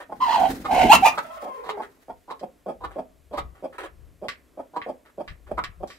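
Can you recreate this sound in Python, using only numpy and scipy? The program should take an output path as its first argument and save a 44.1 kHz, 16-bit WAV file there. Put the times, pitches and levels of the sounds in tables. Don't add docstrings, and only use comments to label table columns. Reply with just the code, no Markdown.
import sys
import numpy as np
from scipy import signal
from scipy.fft import rfft, irfft
from scipy.io import wavfile

SR = 44100
rng = np.random.default_rng(int(sys.argv[2]) if len(sys.argv) > 2 else 0)


def put_to_file(sound):
    columns = np.atleast_2d(sound).T
    safe = np.clip(columns, -1, 1)
    whole_steps = np.round(safe * 32767)
    wavfile.write(sys.argv[1], SR, whole_steps.astype(np.int16))


N = 263718
TIME = np.arange(N) / SR


def gain_of(db):
    return 10 ** (np.asarray(db) / 20)


def evened(x):
    return x / np.sqrt(np.mean(x ** 2) + 1e-20)


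def read(points, hz):
    f, value = np.transpose(points)
    return np.interp(np.log(hz + 1), np.log(f + 1), value)


def level(s, db):
    return gain_of(np.interp(TIME, s, db, left=-120, right=-120))


def add(mix, s, sound):
    part = mix[max(round(s * SR), 0):][:len(sound)]
    part += sound[:len(part)]


def waver(n, hz):
    f = np.fft.rfftfreq(n, 1 / SR)
    return evened(irfft(rfft(rng.standard_normal(n)) / (1 + (f / hz) ** 4), n))


def colour(x, points, shift=1, size=4096):
    hz = abs(np.fft.fftfreq(size, 1 / SR)) / shift
    log_gain = np.log(gain_of(read(points, hz)))
    taps = np.fft.ifft(np.exp(np.conj(signal.hilbert(log_gain)))).real
    return signal.fftconvolve(x, taps[:size // 2])[:len(x)]


def hiss(points, same):
    a, b = (evened(colour(rng.standard_normal(N), points)) for _ in range(2))
    same = np.clip(same, 0, 1)
    return np.array([a, same * a + np.sqrt(1 - same ** 2) * b])


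def place(x, ports, wet_db, early=3.8, early_s=0.0031, treble_db=5):
    # (frequency [Hz], T60 [s])
    shed_t60 = [(150, .3), (700, 0.14), (2000, 0.17), (5000, 0.1), (14000, 0.035)]
    # (frequency [Hz], correlation [-1 to 1])
    echo_likeness = [(250, 0.92), (600, 0.14), (1000, -0.18), (1500, 0.0065), (3000, 0.19)]
    late_db, late_t60_s = -29.5, 1

    bins = np.fft.rfftfreq(N, 1 / SR)
    balance_db, lead_rad = (read(np.array(ports)[:, [0, k]], bins) for k in (1, 2))
    half = gain_of(balance_db / 2) * np.exp(1j * lead_rad / 2)
    direct = irfft(rfft(x) * np.array([half, 1 / half]), N)

    t = np.arange(SR // 2) / SR
    present = (rng.random((2, len(t))) < 2500 / SR) * (t > .004)
    taps = rng.choice([-1., 1.], (2, len(t))) * present
    hz, at, z = signal.stft(taps * (1 + early * np.exp(-t / early_s)), SR, nperseg=256)
    same = np.clip(read(echo_likeness, hz), -1, 1)[:, None]
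    z = np.array([z[0], same * z[0] + np.sqrt(1 - same ** 2) * z[1]])
    decay = gain_of(-60 * at / read(shed_t60, hz)[:, None])
    late = gain_of(late_db - 60 * at / late_t60_s) / (1 + (hz[:, None] / 2000) ** 2)
    tail = signal.istft(z * (decay + late), SR, nperseg=256)[1]
    tail = tail / np.linalg.norm(tail, axis=1, keepdims=True)

    thrown = colour(x, [(250, -0.5), (800, 2), (2500, treble_db), (9000, 10)])
    echoes = signal.fftconvolve(thrown[None], tail, axes=1)[:, :N]
    return direct + gain_of(wet_db) * echoes


def handling(rest_db=-68, balance_db=4.2):
    # (time [s], level before port balance [dB], half length scale [s])
    bump_rows = [(0.481, -71, 0.12), (0.845, -38, 0.073), (2.16, -61, 0.028), (2.87, -47, .04),
                 (3.273, -62, 0.084), (3.444, -41.5, 0.044), (4.047, -49, 0.094), (5.321, -38.5, 0.017),
                 (5.571, -43, 0.071), (5.702, -39.5, 0.0099), (5.818, -43, 0.029)]
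    # (frequency [Hz], density [dB per Hz])
    bump_spectrum = [(12, -40), (20, -10), (41, -5.5), (59, 2), (102, -14), (150, -19), (170, -14),
                     (220, -47.5), (370, -120)]

    swell = gain_of(rest_db)
    for s, db, half_s in bump_rows:
        swell = swell + gain_of(db) * np.exp(1 - np.hypot(1, 1.14 * (TIME - s) / half_s))
    return swell * hiss(bump_spectrum, 0.66) * gain_of([[balance_db], [-balance_db]])


def yard(air_db=-65, hiss_db=-70, drift_db=2.5):
    # (frequency [Hz], density [dB per Hz])
    air_spectrum = [(59, -27.5), (100, -4), (190, -7), (269, 1.5), (734, -9.5), (801, -16.5), (1060, -12),
                    (1500, -20.5), (2000, -21.5), (2600, -39), (4400, -120)]
    # (frequency [Hz], density [dB per Hz])
    hiss_spectrum = [(900, -24.5), (1400, -2), (2400, -2.5), (4000, -7), (6000, -8.5), (8000, -7),
                     (9500, -10.5), (12000, -5.5), (15500, -20.5)]

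    air = gain_of(air_db + drift_db * waver(N, 3)) * hiss(air_spectrum, 0.66)
    return air + gain_of(hiss_db) * hiss(hiss_spectrum, 0.9)


def scuffle(air_db=-43, feather_db=-50, flutter_db=3.0, still_air_db_per_s=70):
    # (frequency [Hz], density [dB per Hz])
    air_spectrum = [(18, -43.5), (30, -11.5), (102, -13), (146, -10), (231, -6), (269, -0.5), (329, -9),
                    (455, -14), (600, -17.5), (780, -31), (1320, -120)]
    # (frequency [Hz], density [dB per Hz])
    feather_spectrum = [(350, -37.5), (600, -7.5), (902, -13), (1360, -7.5), (1910, -7.5), (2250, -12),
                        (2950, -17.5), (3710, -15.5), (8180, -21), (15500, -21.5)]
    # (time [s], air gust [dB], feather swish before flutter [dB])
    beat_rows = [(.405, -34, -48), (0.505, -32, -40), (0.734, -31, -42.5), (0.854, -20, -47),
                 (.958, -29.5, -47)]
    beat_rise_s, beat_fall_s = 0.015, 0.04
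    start_s, rise_s, end_s, settle_db_per_s = 0.047, 0.35, 1.063, 20

    rise = np.clip((TIME - start_s) / rise_s, 0, 1)
    after = np.maximum(TIME - end_s, 0)
    air = rise * gain_of(air_db - still_air_db_per_s * after)
    swish = rise * gain_of(feather_db - settle_db_per_s * after)
    for s, gust_db, swish_db in beat_rows:
        beat = np.exp(-np.maximum((s - TIME) / beat_rise_s, (TIME - s) / beat_fall_s))
        air = air + gain_of(gust_db) * beat
        swish = swish + gain_of(swish_db) * beat
    flutter = gain_of(flutter_db * waver(N, 30))
    return air * hiss(air_spectrum, .97) + swish * flutter * hiss(feather_spectrum, 0.15)


def scuffs(ticks_per_s=900, spread_db=4, grit_db=-6, attack_s=0.0017, fade_db=6, release_s=0.0059):
    # (start [s], length [s], rms level [dB])
    scuff_rows = [(.001, .03, -41.5), (1.66, 0.036, -47.5), (1.817, 0.034, -42.5), (2.906, 0.047, -51.5),
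                  (3.548, 0.061, -59), (3.725, 0.037, -50), (3.781, 0.0392, -37.5), (3.827, 0.035, -38.5),
                  (5.05, .05, -59), (5.465, 0.061, -56)]
    # (frequency [Hz], density [dB per Hz])
    scuff_spectrum = [(150, -30), (400, 1.5), (700, -1), (1200, 0), (2000, -7), (3000, -17.5), (3600, -20),
                      (4600, -27.5), (6000, -32.5), (9000, -26.5), (12000, -35), (15500, -37)]

    out, t = np.zeros(N), np.arange(SR // 8) / SR
    for s, length_s, db in scuff_rows:
        present = rng.random(len(t)) < ticks_per_s / SR
        ticks = evened(present * gain_of(spread_db * rng.standard_normal(len(t))))
        grit = gain_of(grit_db) * rng.standard_normal(len(t))
        envelope = np.minimum(t / attack_s, 1) * gain_of(-fade_db * t / length_s)
        envelope = envelope * np.exp(-np.maximum(t - length_s, 0) / release_s)
        run = colour((ticks + grit) * envelope, scuff_spectrum)
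        add(out, s, gain_of(db) * run / run[t < length_s].std())
    return out


def pecks(ring_db=-4, scatter_db=-12, tap_db=1, ring_t60_s=0.05):
    # (time [s], peak relative to tap_db [dB], treble tilt [dB], skitter decay [s])
    peck_rows = [(2.1858, -69, 14, 0.0083), (2.395, -37.5, 3, 0.01), (3.7856, -36.5, -24, 0.011),
                 (3.8346, -40, -22, .006), (4.2848, -15.5, -6.5, 0.017), (4.817, -25, -26.5, 0.015),
                 (5.0618, -47.5, -11.5, 0.014), (5.2782, -27.5, -13.5, 0.018), (5.6392, -17.5, -7.5, 0.011),
                 (5.8754, -35.5, 10, 0.072), (5.9027, -31, -5, 0.032)]
    # (nominal frequency [Hz], relative level [dB])
    bowl_modes = [(1130, 13), (1580, 6.5), (1840, 5.5), (2374, -0.5), (3160, -0.5), (3964, -0.5),
                  (5100, -26), (8100, -30)]
    # (frequency [Hz], density [dB per Hz])
    tap_spectrum = [(290, -32), (500, -38), (726, -16.5), (1400, -5.5), (2040, -1.5), (2930, -10),
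                    (3960, -9.5), (5200, -9), (6300, -21), (7670, -15), (9240, -29), (11100, -22),
                    (15500, -35)]

    out, t = np.zeros(N), np.arange(SR // 4) / SR
    for s, db, treble_db, skitter_s in peck_rows:
        grains = rng.standard_normal(len(t)) * (rng.random(len(t)) < 2500 / SR)
        blow = (t == 0) + gain_of(scatter_db) * grains * np.exp(-t / skitter_s)
        detune = rng.uniform(.95, 1.05, len(bowl_modes))
        ring = sum(gain_of(d - 60 * t / ring_t60_s) * np.sin(2 * np.pi * f * k * t)
                   for (f, d), k in zip(bowl_modes, detune))
        tap = evened(colour(blow, tap_spectrum)) + gain_of(ring_db) * evened(ring)
        tap = colour(tap, [(2800, 0), (6000, treble_db)])
        add(out, s, gain_of(db + tap_db) * tap / abs(tap).max())
    return out


def held_voice(rows, overtones_db, jitter):
    s, hz, db = np.transpose(rows)
    phase = 2 * np.pi * np.cumsum(np.interp(TIME, s, hz) * (1 + jitter * waver(N, 110))) / SR
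    fade = np.clip(np.minimum(TIME - s[0], s[-1] - TIME) / 0.0033, 0, 1)
    return fade * level(s, db) * sum(gain_of(d) * np.sin(k * phase) for k, d in overtones_db)


def far_hens(whine_db=-2, moan_db=-3):
    # (time [s], mean pitch [Hz], level relative to whine_db [dB])
    whine_curve = [(1.27, 880, -50), (1.32, 1050, -45), (1.41, 1079, -45), (1.52, 1045, -38.5),
                   (1.62, 1044, -46), (1.68, 997, -48.5)]
    # (time [s], mean pitch [Hz], level relative to moan_db [dB])
    moan_curve = [(1.24, 630, -46.5), (1.36, 686, -50), (1.51, 538.3, -50), (1.7, 436, -44.5),
                  (1.76, 415.3, -39.5), (1.9, 400, -72)]

    thin = held_voice(whine_curve, [(1, 0), (2, -27), (3, -30)], jitter=.016)
    thin = thin * gain_of(1.2 * waver(N, 40))
    low = held_voice(moan_curve, [(1, 0), (2, -5), (3, -17), (4, -21), (5, -22)], jitter=.065)
    low = low * gain_of(4 * waver(N, 50))
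    return gain_of(whine_db) * thin + gain_of(moan_db) * low


def syllables(rows, throat, top, throat_hz, pulse_hz, jitter, breath, body_db, top_db, attack_s, grunt_db):
    grunt_db_per_doubling, typical_half_s = 14, 0.0096
    puff_share = .3

    out, t = np.zeros(N), np.arange(-SR // 16, SR // 8) / SR
    for s, db, lead_s, half_s, hz, treble_db in rows:
        lead_db = min(grunt_db + grunt_db_per_doubling * np.log2(half_s / typical_half_s), -2)
        opening = np.clip((t + half_s + 0.0065) / attack_s, 0, 1)
        burst = opening * np.exp(-((t + 0.0016) / half_s) ** 2 / 2)
        grunt = gain_of(lead_db) * np.clip((t + lead_s) / 0.0056, 0, 1) * np.clip(-t / 0.024, 0, 1)

        rate_hz = pulse_hz * (1 + .2 * burst + jitter * waver(len(t), 130))
        turns = np.cumsum(rate_hz) / SR
        turns -= np.interp(-.002, t, turns)
        pulses = evened(np.diff(np.floor(turns), prepend=np.floor(turns[0])))
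        puffs = evened(np.exp(-(turns % 1) / puff_share) * rng.standard_normal(len(t)))
        drive = pulses + breath * puffs

        shift = hz / throat_hz
        body = colour(drive * burst, throat, shift) + colour(drive * grunt, throat, .88 * shift)
        edge = colour((.5 * pulses + puffs) * (burst + .5 * grunt), top)
        peak = abs(t) < half_s + .002
        sound = gain_of(body_db) * body / body[peak].std()
        sound = sound + gain_of(treble_db + top_db) * edge / edge[peak].std()
        add(out, s + t[0], gain_of(db) * sound)
    return out


def yelps():
    # (peak time [s], level before body and top trims [dB], lead-in [s], half length scale [s],
    # throat resonance [Hz], treble relative to top_db [dB])
    yelp_rows = [(.656, -29, 0.01, 0.0085, 1038, -16), (1.182, -23, 0.068, 0.0057, 1173, -16.5),
                 (1.698, -29.5, 0.12, .009, 1037, -11.5), (2.311, -31.5, 0.035, .008, 940, -18.5),
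                 (2.846, -30.5, 0.043, 0.0078, 985, -20), (3.383, -28, 0.0558, .0095, 1017, -14.5),
                 (4.768, -27, 0.0362, 0.0077, 904, -25), (5.584, -24.5, 0.013, 0.00677, 1103, -23)]
    # (frequency [Hz], density [dB per Hz])
    throat = [(88, -49), (150, -12.5), (258, -7.5), (403, -3), (588, 0.5), (941, 2.5), (1160, 8),
              (1580, -18.5), (1680, -12.5), (1820, -14.5), (2170, -23.5), (2300, -26.5), (2500, -35),
              (3250, -49), (5500, -120)]
    # (frequency [Hz], density [dB per Hz])
    top = [(1120, -29.5), (1900, 0.5), (2300, -1), (2650, -6.5), (3540, -4.5), (3700, -2), (5360, -15.5),
           (5850, -17), (6550, -20), (8380, -17), (9230, -27.5), (11000, -19), (15500, -32.5)]
    return syllables(yelp_rows, throat, top, throat_hz=976, pulse_hz=263.5, jitter=0.21, breath=1.4,
                     body_db=-1, top_db=-0.5, attack_s=0.01, grunt_db=-10.5)


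def clucks():
    # (peak time [s], level before body and top trims [dB], lead-in [s], half length scale [s],
    # throat resonance [Hz])
    cluck_rows = [(0.126, -28.5, .036, 0.006, 785), (1.458, -33, 0.034, 0.034, 686),
                  (1.804, -27.5, .04, .008, 828), (2.105, -32, 0.028, 0.0098, 737),
                  (2.436, -26.5, 0.03, .006, 644), (2.697, -26.5, 0.041, 0.015, 655),
                  (2.993, -25.5, 0.039, .0092, 659), (3.341, -28.5, .033, 0.0089, 630),
                  (3.649, -26.5, 0.027, 0.01, 600), (4.248, -32, 0.034, .014, 620),
                  (4.6, -29.5, .031, .0085, 685), (4.897, -27, 0.039, .011, 646),
                  (5.208, -28, 0.033, 0.0094, 640), (5.517, -22.5, 0.035, 0.003, 636),
                  (5.835, -25.5, 0.035, .005, 640)]
    # (frequency [Hz], density [dB per Hz])
    throat = [(76, -105), (130, -19.5), (215, -7), (328, -6.5), (427, -5), (667, 4.5), (908, -8.5),
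              (1010, -19.5), (1200, -14.5), (1470, -39.5), (1610, -26), (2000, -56.5), (2600, -75.5),
              (4400, -120)]
    # (frequency [Hz], density [dB per Hz])
    top = [(1300, 13), (1900, 1), (2450, 12.5), (2900, -6.5), (3300, 11.5), (4000, -22), (4700, 4.5),
           (6000, -11.5), (9000, -4), (15000, -16)]
    treble_db = -33
    return syllables([(*row, treble_db) for row in cluck_rows], throat, top, throat_hz=640, pulse_hz=213.7,
                     jitter=0.24, breath=.4, body_db=-3, top_db=5.0, attack_s=0.011, grunt_db=-3.5)


def voice(note_gain, hz, rough, rasp_gain, throat,
          growl_hz=58, growl=0.77, jitter=.1, breath=1.2, rasp_growl=.55):
    growl_bend = .1
    n, rough = len(hz), np.clip(rough, .001, .95)
    cycle = 2 * np.pi * np.cumsum(growl_hz * (1 + .22 * waver(n, 37))) / SR
    bend = rough * (jitter * waver(n, 200) + growl_bend * np.cos(cycle))
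    phase = 2 * np.pi * np.cumsum(hz * (1 + bend)) / SR
    throb = growl * np.sqrt(rough) * np.sin(cycle)

    def line(k, width_hz, chaos):
        scatter = waver(n, width_hz) * np.sin(k * phase) + waver(n, width_hz) * np.cos(k * phase)
        return np.sqrt(2 * (1 - chaos ** 2)) * np.sin(k * phase) + chaos * scatter

    overtones = evened(sum(line(k, 300, rough ** .3) for k in range(2, 6)))
    puffs = evened((1 + np.cos(phase)) * gain_of(2.5 * waver(n, 250)) * rng.standard_normal(n))
    edge = evened(colour(overtones + (1 + rough) * breath * puffs, throat))
    note = (1 + throb / 2) * line(1, 230, rough ** 1.15)
    return note_gain * note + rasp_gain * (1 + rasp_growl * throb) * edge


def shrieks(upper_jitter=.014):
    # (start [s], crack [s], base level [dB], clear pitch [Hz], cracked pitch [Hz],
    # mean upper-voice pitch [Hz], base rasp level [dB])
    shriek_rows = [(0.892, 0.923, -5.5, 818.8, 972, 1350, -12),
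                   (1.022, 1.056, -10.5, 773, 913.6, 1215, -19.5)]
    # (multiple, relative level [dB])
    upper_lines = [(1, 3), (2, 6), (3, -16), (4, -16.5), (5, -15)]
    # (frequency at throat_hz [Hz], density [dB per Hz])
    throat_points = [(900, -40.5), (1500, -7), (1800, -12), (2150, -4), (2400, -8), (2750, 2), (3100, -3.5),
                     (3500, -14), (4050, -9), (4700, -17), (7000, -10), (9500, -17), (12500, -15),
                     (15500, -19)]
    throat_hz = 1350
    rise_s, crack_s, hold_s, release_db_per_s = 0.011, .008, 0.021, 597.5
    clear_rough, cracked_rough, crack_drop_db, upper_db = 0.034, .88, -4, -14
    rasp_step_db = -6.5
    throb_hz, throb_depth_db, throb_lead_s, bend_lead_s = 62, 2, 0.0017, 0.0076

    out, t = np.zeros(N), np.arange(SR // 4) / SR
    for start, crack, db, clear_hz, cracked_hz, upper_hz, rasp_db in shriek_rows:
        since = start + t - crack
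        cracked, bend = (.5 + .5 * np.tanh(2 * (since + lead) / crack_s) for lead in (0, bend_lead_s))
        release = gain_of(-release_db_per_s * np.maximum(since - hold_s, 0))
        shape = np.minimum(t / rise_s, 1) * release

        hz = clear_hz + (cracked_hz - clear_hz) * bend
        rough = clear_rough + (cracked_rough - clear_rough) * cracked
        throb_db = throb_depth_db * np.cos(2 * np.pi * throb_hz * (since + throb_lead_s)) * (1 - cracked)
        note_gain = gain_of(db + throb_db + crack_drop_db * cracked)
        rasp_gain = gain_of(rasp_db + rasp_step_db * (1.5 - bend))
        throat = [(f * upper_hz / throat_hz, d) for f, d in throat_points]
        lower = voice(note_gain, hz, rough, rasp_gain, throat)

        phase = 2 * np.pi * np.cumsum(upper_hz * (1 + upper_jitter * waver(len(t), 120))) / SR
        upper = sum(gain_of(d) * np.sin(k * phase) for k, d in upper_lines)
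        add(out, start, shape * (lower + cracked * gain_of(db + upper_db) * upper))
    return out


def squawks(voice_db=0, rasp_db=0):
    # (time [s], effort [dB], mean pitch [Hz], rasp level [dB], roughness [0-1])
    squawk_curves = [
        [(0.2, -41, 1009, -53.5, 0.41), (0.214, -20.5, 1025, -37.5, 0.35), (0.234, -15.5, 1020, -33.5, 0.14),
         (0.26, -26, 963, -39.5, 0.35), (0.3, -20, 907, -34, 0.44), (0.318, -24, 928.6, -33, 0.46),
         (0.358, -18.5, 950, -31.5, 0.47), (0.386, -19, 783.4, -37.5, 0.39), (0.46, -18.5, 749, -40, 0.48),
         (0.53, -48.5, 786, -57, 0.48)],
        [(0.68, -36, 769, -57.5, 0.5), (0.69, -24.5, 761, -54, 0.24), (0.712, -20, 771, -35.5, 0.52),
         (0.83, -16.5, 748, -26.5, 0.52), (0.88, -24.5, 744, -34, 0.52), (0.895, -14, 744, -27, 0.38)],
    ]
    # (frequency [Hz], density [dB per Hz])
    thin_rasp = [(880, -27.5), (1500, -4.5), (1650, -17.5), (1950, -7), (2260, -19), (2640, -11),
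                 (3310, -12), (3610, -22), (4310, -14.5), (4940, -23), (8050, -26.5), (9060, -33),
                 (15500, -30)]
    # (frequency [Hz], density [dB per Hz])
    full_rasp = [(880, -43.5), (1500, -4), (1820, -11.5), (2120, 2), (2330, -5.5), (2560, -4), (2950, -4),
                 (3400, -16), (4000, -14), (4700, -14.5), (8290, -19), (9060, -22.5), (12100, -21),
                 (15500, -32.5)]

    out = np.zeros(N)
    for curve, throat in zip(squawk_curves, (thin_rasp, full_rasp)):
        s, *columns = np.transpose(curve)
        t = np.arange(SR // 2) / SR + s[0]
        effort, hz, rasp, rough = (np.interp(t, s, c) for c in columns)
        fade = np.clip(np.minimum(t - s[0], s[-1] - t) / .005, 0, 1)
        call = voice(gain_of(effort + voice_db), hz, rough, gain_of(rasp + rasp_db), throat)
        add(out, s[0], fade * call)
    return out


def scene():
    # (frequency [Hz], left minus right [dB], left lead [rad])
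    ahead = [(250, .3, 0), (500, 1.5, -.1), (740, -2.8, -.4), (950, -4, .9), (1100, -2, 1.2),
             (1300, 0, -1.5), (2000, 0, -.8), (2700, -2.5, .9), (4000, -2, 1.4), (12000, -1.5, 1.6)]
    # (frequency [Hz], left minus right [dB], left lead [rad])
    aside = [(250, -1, .1), (600, 0.5, .8), (900, -1.5, 0.27), (1280, -2, 1), (1900, 0, 1),
             (3500, -4.5, 3.6), (12000, -1, 4.8)]
    # (frequency [Hz], left minus right [dB], left lead [rad])
    beside = [(251.3, -0.1, -.05), (637, -1, -.35), (900, -4.5, 0), (1319, -.5, 0.61), (2000, -3, -1.6),
              (3500, -2, -1.8)]

    hens = place(squawks() + shrieks(), ahead, wet_db=-11)
    hens = hens + place(clucks(), beside, wet_db=-9.5)
    hens = hens + place(yelps(), aside, wet_db=-6.5)
    hens = hens + place(far_hens(), aside, wet_db=0.5)
    taps_and_scuffs = place(pecks() + scuffs(), aside, wet_db=-8.0)
    return hens + taps_and_scuffs + scuffle() + yard() + handling()


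def record(dry):
    # (frequency [Hz], left minus right [dB])
    port_balance = [(5500, -0.5), (8200, -4), (12300, 6), (15500, -1.5)]
    edge_hz, ceiling = 15750, 1.05
    half = gain_of(read(port_balance, np.fft.rfftfreq(N, 1 / SR)) / 2)
    ported = irfft(rfft(dry) * np.array([half, 1 / half]), N)
    flat = ported / (1 + (ported / ceiling) ** 8) ** (1 / 8)
    lowpass = signal.firwin(511, edge_hz, window=("kaiser", 9), fs=SR)
    return signal.oaconvolve(flat, lowpass[None], "same")


dry = scene()
out = record(dry)
put_to_file(out)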